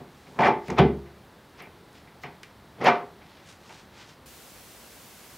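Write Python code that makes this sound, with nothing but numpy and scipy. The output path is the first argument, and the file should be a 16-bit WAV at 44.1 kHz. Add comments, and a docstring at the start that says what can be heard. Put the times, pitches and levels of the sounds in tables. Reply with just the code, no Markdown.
"""In a small workshop, a steel rod drops into a hole in a wooden batten, which rocks and thuds on a bench.
The rod shifts and ticks in the hole, then is pulled out with a rattle; a sleeve brushes past.
Blows ring decaying sines for wood and steel, with fading noise for the wood's dense tones and the echo.
Rubbing, ticks and cloth are shaped noise. Quiet air noise gives way to a brighter hiss near the end."""
import sys
import numpy as np
from scipy import signal
from scipy.fft import rfft, irfft
from scipy.io import wavfile

SR = 44100
rng = np.random.default_rng(int(sys.argv[2]) if len(sys.argv) > 2 else 0)


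def waveform_to_disk(signal):
    """Save audio, clipped to [-1, 1], as 16-bit WAV at the path in sys.argv[1]."""
    frames = np.transpose(np.atleast_2d(signal))
    scaled = np.clip(frames, -1, 1) * 32767
    samples = np.round(scaled).astype(np.int16)
    wavfile.write(sys.argv[1], SR, samples)


N = 237178  # length of the scene in samples
RING_SIZE = 32768  # length of one short sound in samples
T = np.arange(RING_SIZE) / SR
HZ = np.fft.rfftfreq(RING_SIZE, 1 / SR)

# Quiet workshop air: (frequency [Hz], density [dB per Hz])
AIR_SPECTRUM = [(15, -35), (25, -19), (66, -0.5), (107, -1.5), (156, 0), (297, -5), (331, -4), (582, -7.5),
                (895, -8), (1270, -11), (2060, -15), (2490, -19.5), (3930, -19), (6730, -29),
                (15500, -31.5)]
# Brighter hiss near the end: (frequency [Hz], density [dB per Hz])
HISS_SPECTRUM = [(29, -50), (50, 1), (85, -2), (211, -1), (358, -4), (413, -3.5), (718, -5.5), (870, -6.5),
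                 (1700, -10), (15500, -16.5)]
# How alike the hiss is on left and right: (frequency [Hz], likeness [0 to 1])
HISS_LIKENESS = [(1000, 0.93), (2800, 0.79), (5000, 0.72), (9000, 0.64), (12000, .55), (14000, .98)]
AIR_DB, HISS_DB, HISS_START_S = -52.5, -49, 4.259

# Colour of the workshop echo: (frequency [Hz], level [dB])
ROOM_COLOUR = [(100, 12), (700, 0.5), (2000, 0), (4500, 0.5), (8000, -1.5), (15000, 8)]
# Time for the echo to fall by 60 dB: (frequency [Hz], decay time [s])
ROOM_DECAY = [(100, 0.42), (260, 0.38), (700, 0.37), (1840, 0.31), (4850, 0.25), (10000, 0.17)]

# Cloth brushing past: (time [s], level [dB], half length [s], treble edge [Hz])
RUSTLES = [(0.283, -62, 0.13, 9000), (1.974, -56.5, 0.028, 6260), (3.352, -59, 0.1, 5500),
           (3.506, -53, 0.039, 8660), (3.731, -52.5, 0.07, 7660), (3.999, -51, 0.045, 6600),
           (4.101, -54.5, 0.031, 7600)]

# Tones of batten and bench top: (frequency [Hz], level [dB], time to fall by 60 dB [s])
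BENCH_MODES = [(71.2, -11.5, 0.69), (140.3, -4, 0.38), (186, 0.5, 0.11), (201, -9, 0.28), (233.6, -2, 0.35),
               (254.1, -5.5, 0.35), (329, -29, 0.28), (331, -10, 0.38), (348.3, -7.5, 0.6),
               (386, 0.5, 0.32), (408, -3.5, 0.51), (447.5, -5, 0.34), (544, -23, 0.41), (562, -25.5, 0.12),
               (644, -12.5, 0.41), (710, 3.5, 0.29), (755, -0.5, 0.25), (797, -6, 0.29), (830, -11, 0.33),
               (869, -0.5, 0.3), (915, -4, 0.3), (983, -32, 0.37), (1060, -21, 0.45), (1184, -8.5, 0.35),
               (1510, -8, 0.28), (1600, -13, 0.18), (1900, -10, 0.14), (2045, -10.5, 0.36),
               (2150, -8, 0.11), (2363, -5.5, 0.2)]
# Bending tones of the rod: (frequency [Hz], level [dB])
ROD_MODES = [(4285, -6), (5001, 0), (5599, 12), (6304, 2.5), (7047, -6), (7800, -7), (8590, -6), (9450, 0),
             (10300, -1.5), (11200, -1)]
# Dense, quickly damped vibration of the wood: (frequency [Hz], density [dB per Hz])
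GRAIN_SPECTRUM = [(50, -77), (125, -8), (300, -5), (480, 0), (750, -1), (1150, -2.5), (1450, -9),
                  (2100, -6), (2700, -12.5), (3500, -17), (4200, -25), (5000, -26), (7000, -38),
                  (10000, -63), (16000, -57)]
GRAIN_T60, ROD_T60 = 0.057, 0.08  # s to fall by 60 dB; scraping lengthens the grain's
BENCH_DB, ROD_DB, GRAIN_DB, ROOM_DB, SNAP_DB = 0.5, -25, 3, -4.5, 22  # parts of a blow
ROD_WIDTH_HZ, ROD_LIFT_DB = 61, 6.5  # lift of the wood noise around each rod tone
# A brighter contact rings the rod more: level at brightness 0 dB, and dB of steel per dB of brightness
STEEL_DB, STEEL_PER_BRIGHT = -4.5, 0.43

# Rod dragging along the hole, building up to a knock:
# (peak time [s], level [dB], build-up time [s], tilt [dB per octave])
SLIDES = [(0.39, -40.5, 0.031, -5.5), (0.684, -50, 0.029, 12), (0.786, -20.5, 0.0071, 0),
          (1.605, -44.5, 0.018, 5.5), (2.236, -48, 0.01, 15), (2.816, -36.5, 0.017, -6.5),
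          (2.872, -16.5, 0.018, 1.5)]
# Light, dry clicks of the rod in the hole: (time [s], level [dB], centre [Hz], width [octaves])
TICKS = [(0.682, -49, 6500, 0.91), (0.703, -36.5, 5250, 0.54), (0.787, -44.5, 8000, 0.65),
         (1.622, -50, 11300, 0.59), (1.929, -57, 7000, .8), (2.237, -49, 2300, 0.69),
         (2.433, -36.5, 2040, 0.63), (2.432, -41, 4540, 0.88), (2.843, -44, 8500, 0.67)]
# Single blows of rod on wood and wood on bench; the place of a blow favours one region of tones:
# (time [s], force [dB], bass weight [dB], brightness [dB], favoured tone [Hz], scraping time [s])
KNOCKS = [ (0.004, -44.5, 5.5, -10.5, 170, 0.0016), (0.267, -59, 16.5, 10, 150, 0.011),
          (0.682, -40, 9.5, 2.5, 166, 0.0023), (0.700, -33.5, 1, -1.5, 440, 0.0018),
          (0.713, -39.5, 12, -1, 160, 0.0029), (0.786, -18.5, -11, -1.5, 3370, 0.0023),
          (0.7895, -22, 15, -4, 196, 0.00095), (0.803, -22.5, 4.5, -11, 380, 0.0022),
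          (1.055, -54, -16, -1, 1880, 0.032), (1.601, -49, 6, 6, 2370, 0.049),
          (1.668, -54.5, -1, -2, 1990, .005), (2.074, -62.5, 0, 8, 2200, 0.0021),
          (2.2362, -41, -1, 4.5, 2100, 0.0026), (2.250, -49.5, 8, 11, 760, 0.0099),
          (2.433, -67, -12, 18, 2100, 0.0012), (2.929, -35.5, -1, 1, 300, .003),
          (2.952, -40, -12, 4.5, 1220, .004), (3.212, -53.5, -11.5, -2, 2500, .012),
          (3.695, -50.5, -14, 1, 920, .012)]

# Rod chattering between the walls of the hole, going in and coming out:
# (start [s], first gap [s], each gap as a share of the last [ratio], climax [share of the contacts],
#  force at the climax [dB], rise in force towards the climax [dB], tone away from the climax [Hz],
#  tone at the climax [Hz], bass weight away from the climax [dB], lowest tone [Hz])
RATTLES = [(0.389, .0155, 0.92, 0.54, -24, -1.5, 737, 2200, 3, 73),
           (2.811, .0205, .77, 0.718, -19, 12, 480, 1380, 1.5, 141)]
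RATTLE_CONTACTS, RATTLE_SCRAPE_S = 8, 0.0032
GAP_JITTER_S = 0.0006  # typical random change of a gap: no two rebounds are quite alike
CLIMAX_WIDTH = 0.35  # share of the contacts
RATTLE_BRIGHT_DB, CLIMAX_BRIGHT_DB = -4.5, 4.5  # brightness away from the climax, and its rise there
CLIMAX_WEIGHT_DB = -10.5  # change in bass weight at the climax
# Dry click of each contact, its level being against the contact's force
RATTLE_TICK_DB, RATTLE_TICK_HZ, RATTLE_TICK_OCTAVES = -31.5, 6500, 0.76

RECORDER_EDGE_HZ = 15800


def gain_of(db):
    """Turns decibels into gain."""
    return 10 ** (np.asarray(db) / 20)


def evened(x):
    """Scales a sound to an rms of 1."""
    return x / np.sqrt(np.mean(x ** 2) + 1e-20)


def read(points, hz):
    """Reads between the points of a table on a log-frequency axis."""
    table_hz, value = np.transpose(points)
    return np.interp(np.log(hz + 1), np.log(table_hz + 1), value)


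def add(mix, s, sound):
    """Mixes a sound in at time s, in seconds."""
    part = mix[max(round(s * SR), 0):][:len(sound)]
    part += sound[:len(part)]


def noise(gain, size):
    """Makes noise of rms 1 whose spectrum follows gain(Hz)."""
    spectrum = rfft(rng.standard_normal(size))
    return evened(irfft(spectrum * gain(np.fft.rfftfreq(size, 1 / SR)), size))


def colour(x, db):
    """Applies the given dB at each frequency of HZ, with no sound ahead of its cause."""
    log_gain = np.log(gain_of(np.r_[db, db[-2:0:-1]]))
    # the Hilbert transform supplies the phase of a causal filter
    response = np.exp(np.conj(signal.hilbert(log_gain)))[:len(HZ)]
    return irfft(rfft(x, RING_SIZE) * response)


def background():
    """Quiet workshop air gives way abruptly to a brighter hiss that is wide in the treble."""
    air = gain_of(AIR_DB) * noise(lambda hz: gain_of(read(AIR_SPECTRUM, hz)), N)
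    hz = np.fft.rfftfreq(N, 1 / SR)
    likeness = np.clip(read(HISS_LIKENESS, hz), 0, 1)
    mid, side = rfft(rng.standard_normal((2, N))) * gain_of(read(HISS_SPECTRUM, hz))
    # the less alike the two channels are, the stronger the side signal
    side = irfft(side * np.sqrt((1 - likeness) / (1 + likeness)), N)
    mid = irfft(mid, N)
    hiss = gain_of(HISS_DB) * np.array([mid + side, mid - side]) / mid.std()
    return np.where(np.arange(N) / SR < HISS_START_S, air, hiss)


def room_tail(x):
    """Turns steady noise into an echo: it builds up in a few ms and each band dies at its own speed."""
    hz, t, bands = signal.stft(x, SR, nperseg=256)
    start_db = read(ROOM_COLOUR, hz)[:, None]
    fall_db = 60 * t / read(ROOM_DECAY, hz)[:, None]
    tail = signal.istft(bands * gain_of(start_db - fall_db), SR, nperseg=256)[1][:RING_SIZE]
    return tail * (1 - np.exp(-T / 0.0049))


def rustles(low_hz=750, slope=0.35, grit_db=2.0):
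    """Sliding cloth makes a swell of fibre noise that flutters slightly."""
    out = np.zeros(N)
    t = T - T[-1] / 2  # time from the middle of the swell
    for s, db, half_s, edge_hz in RUSTLES:
        def fibre_gain(hz):
            ratio = hz / low_hz
            return ratio ** 2 / (1 + ratio ** (2 + slope)) / (1 + (hz / edge_hz) ** 5)

        fibres = noise(fibre_gain, RING_SIZE)
        flutter = noise(lambda hz: 1 / (1 + (hz / 90) ** 2), RING_SIZE)
        swell = np.exp(-(t / half_s) ** 2 / 2)
        swish = gain_of(db + grit_db * flutter) * fibres * swell
        start_s = s + t[0]
        # leave out any part before time zero
        add(out, start_s, swish[max(-round(start_s * SR), 0):])
    return out


def wood(hz):
    """Spectrum of a contact: the wood's dense tones, lifted around each tone of the rod."""
    near_rod = sum(1 / (1 + ((hz - rod_hz) / ROD_WIDTH_HZ) ** 2) for rod_hz, _ in ROD_MODES)
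    return gain_of(read(GRAIN_SPECTRUM, hz) + ROD_LIFT_DB * near_rod)


def slides(release_s=0.0049, grit_db=2.0):
    """Stick-slip friction in the hole grows as the rod gathers speed, and stops soon after it lands."""
    out = np.zeros(N)
    t = T - T[-1] / 2  # time from the peak
    for s, db, build_s, tilt_db in SLIDES:
        rub = noise(lambda hz: wood(hz) * gain_of(tilt_db * np.log2(hz + 1)), RING_SIZE)
        slips = noise(lambda hz: 1 / (1 + (hz / 200) ** 2), RING_SIZE)
        swell = np.exp(np.minimum(t / build_s, -t / release_s))
        add(out, s + t[0], gain_of(db + grit_db * slips) * rub * swell)
    return out


def ticks(clicks, t60=0.021, echo_db=-17):
    """Tiny hard contacts each make a short band of noise with a faint echo."""
    out = np.zeros(N)
    for s, db, centre_hz, octaves in clicks:
        def band(hz):
            return 1 / (1 + (np.log2((hz + 1) / centre_hz) / octaves) ** 4)

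        click = gain_of(-60 * T / t60) * noise(band, RING_SIZE)
        echo = gain_of(echo_db) * room_tail(noise(band, RING_SIZE))
        add(out, s, gain_of(db) * (click + echo))
    return out


def ring(modes):
    """Sums dying sines with unit starting power; neighbouring modes swing in opposite senses."""
    sound = np.zeros(RING_SIZE)
    for k, (hz, db, t60) in enumerate(modes):
        sound += (-1) ** k * gain_of(db - 60 * T / t60) * np.sin(2 * np.pi * hz * T)
    power = sum(gain_of(db) ** 2 for _, db, _ in modes) / 2
    return sound / np.sqrt(power)


def contact(scrape_s, share):
    """One firm push is joined by the tiny slips of a surface scraping to rest."""
    slips = rng.standard_normal(RING_SIZE) * np.exp(-T / scrape_s)
    force = share * slips / np.linalg.norm(slips)
    force[0] += 1
    return force / np.linalg.norm(force)


def knocks(blows, lowest_hz, bass_hz=380, treble_hz=1400, favour_db=7, favour_octaves=0.32):
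    """Each blow snaps, then rings the bench, the wood's dense tones, the rod and the room."""
    bench = gain_of(BENCH_DB) * ring(BENCH_MODES)
    rod = gain_of(ROD_DB) * ring([(hz, db, ROD_T60) for hz, db in ROD_MODES])
    snap = colour([1], read(GRAIN_SPECTRUM, HZ))  # first swing of the wood under the blow
    snap *= gain_of(SNAP_DB) / np.linalg.norm(snap)
    bass = 1 / (1 + (HZ / bass_hz) ** 4)
    treble = 1 - 1 / (1 + (HZ / treble_hz) ** 3)
    out = np.zeros(N)
    for s, force_db, weight_db, bright_db, tone_hz, scrape_s in blows:
        grain = gain_of(GRAIN_DB - 60 * T / (GRAIN_T60 + 4 * scrape_s)) * noise(wood, RING_SIZE)
        # a scraping contact starts softly and has little snap
        grain *= 1 - np.exp(-3 * T / scrape_s)
        softened_snap = snap * np.exp(-scrape_s / 0.0029)
        echo = gain_of(ROOM_DB) * room_tail(noise(wood, RING_SIZE))
        force = contact(scrape_s, share=0.71)
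        bench_ring = signal.fftconvolve(force, bench)[:RING_SIZE]
        favoured = 1 / (1 + (np.log2((HZ + 1) / tone_hz) / favour_octaves) ** 2)
        tone_db = weight_db * bass + bright_db * treble + favour_db * favoured
        body = colour(softened_snap + bench_ring + grain + echo, tone_db)
        steel_gain = gain_of(STEEL_DB + STEEL_PER_BRIGHT * bright_db)
        steel = steel_gain * signal.fftconvolve(force, rod)[:RING_SIZE]
        add(out, s, gain_of(force_db) * (body + steel))
    # the blows carry little sound below their lowest tone
    high_pass = signal.butter(3, lowest_hz, "high", fs=SR, output="sos")
    return signal.sosfilt(high_pass, out)


def rattle(start_s, gap_s, shrink, climax, top_db, swell_db, first_hz, top_hz, weight_db, lowest_hz):
    """Rebounds come at shrinking gaps, growing thinner, brighter and higher towards a climax."""
    k = np.arange(RATTLE_CONTACTS)
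    gaps = gap_s * shrink ** k + GAP_JITTER_S * rng.standard_normal(len(k))
    times = start_s + np.cumsum(gaps) - gaps
    vigour = np.exp(-((k / k[-1] - climax) / CLIMAX_WIDTH) ** 2)
    blows, clicks = [], []
    for s, v in zip(times, vigour):
        force_db = top_db - swell_db * (1 - v)
        bass_db = weight_db + CLIMAX_WEIGHT_DB * v
        bright_db = RATTLE_BRIGHT_DB + CLIMAX_BRIGHT_DB * v
        tone_hz = first_hz * (top_hz / first_hz) ** v
        blows.append((s, force_db, bass_db, bright_db, tone_hz, RATTLE_SCRAPE_S))
        clicks.append((s, force_db + RATTLE_TICK_DB, RATTLE_TICK_HZ, RATTLE_TICK_OCTAVES))
    return knocks(blows, lowest_hz) + ticks(clicks)


def scene():
    """Mixes the handling, all heard in the centre, with the background."""
    rattles = sum(rattle(*row) for row in RATTLES)
    rod_and_wood = slides() + ticks(TICKS) + knocks(KNOCKS, lowest_hz=56) + rattles
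    return background() + rustles() + rod_and_wood


def record(dry):
    """The recorder's band limit removes the highest treble."""
    low_pass = signal.firwin(511, RECORDER_EDGE_HZ, window=("kaiser", 9), fs=SR)
    return signal.oaconvolve(dry, low_pass[None], "same")


dry = scene()
out = record(dry)
waveform_to_disk(out)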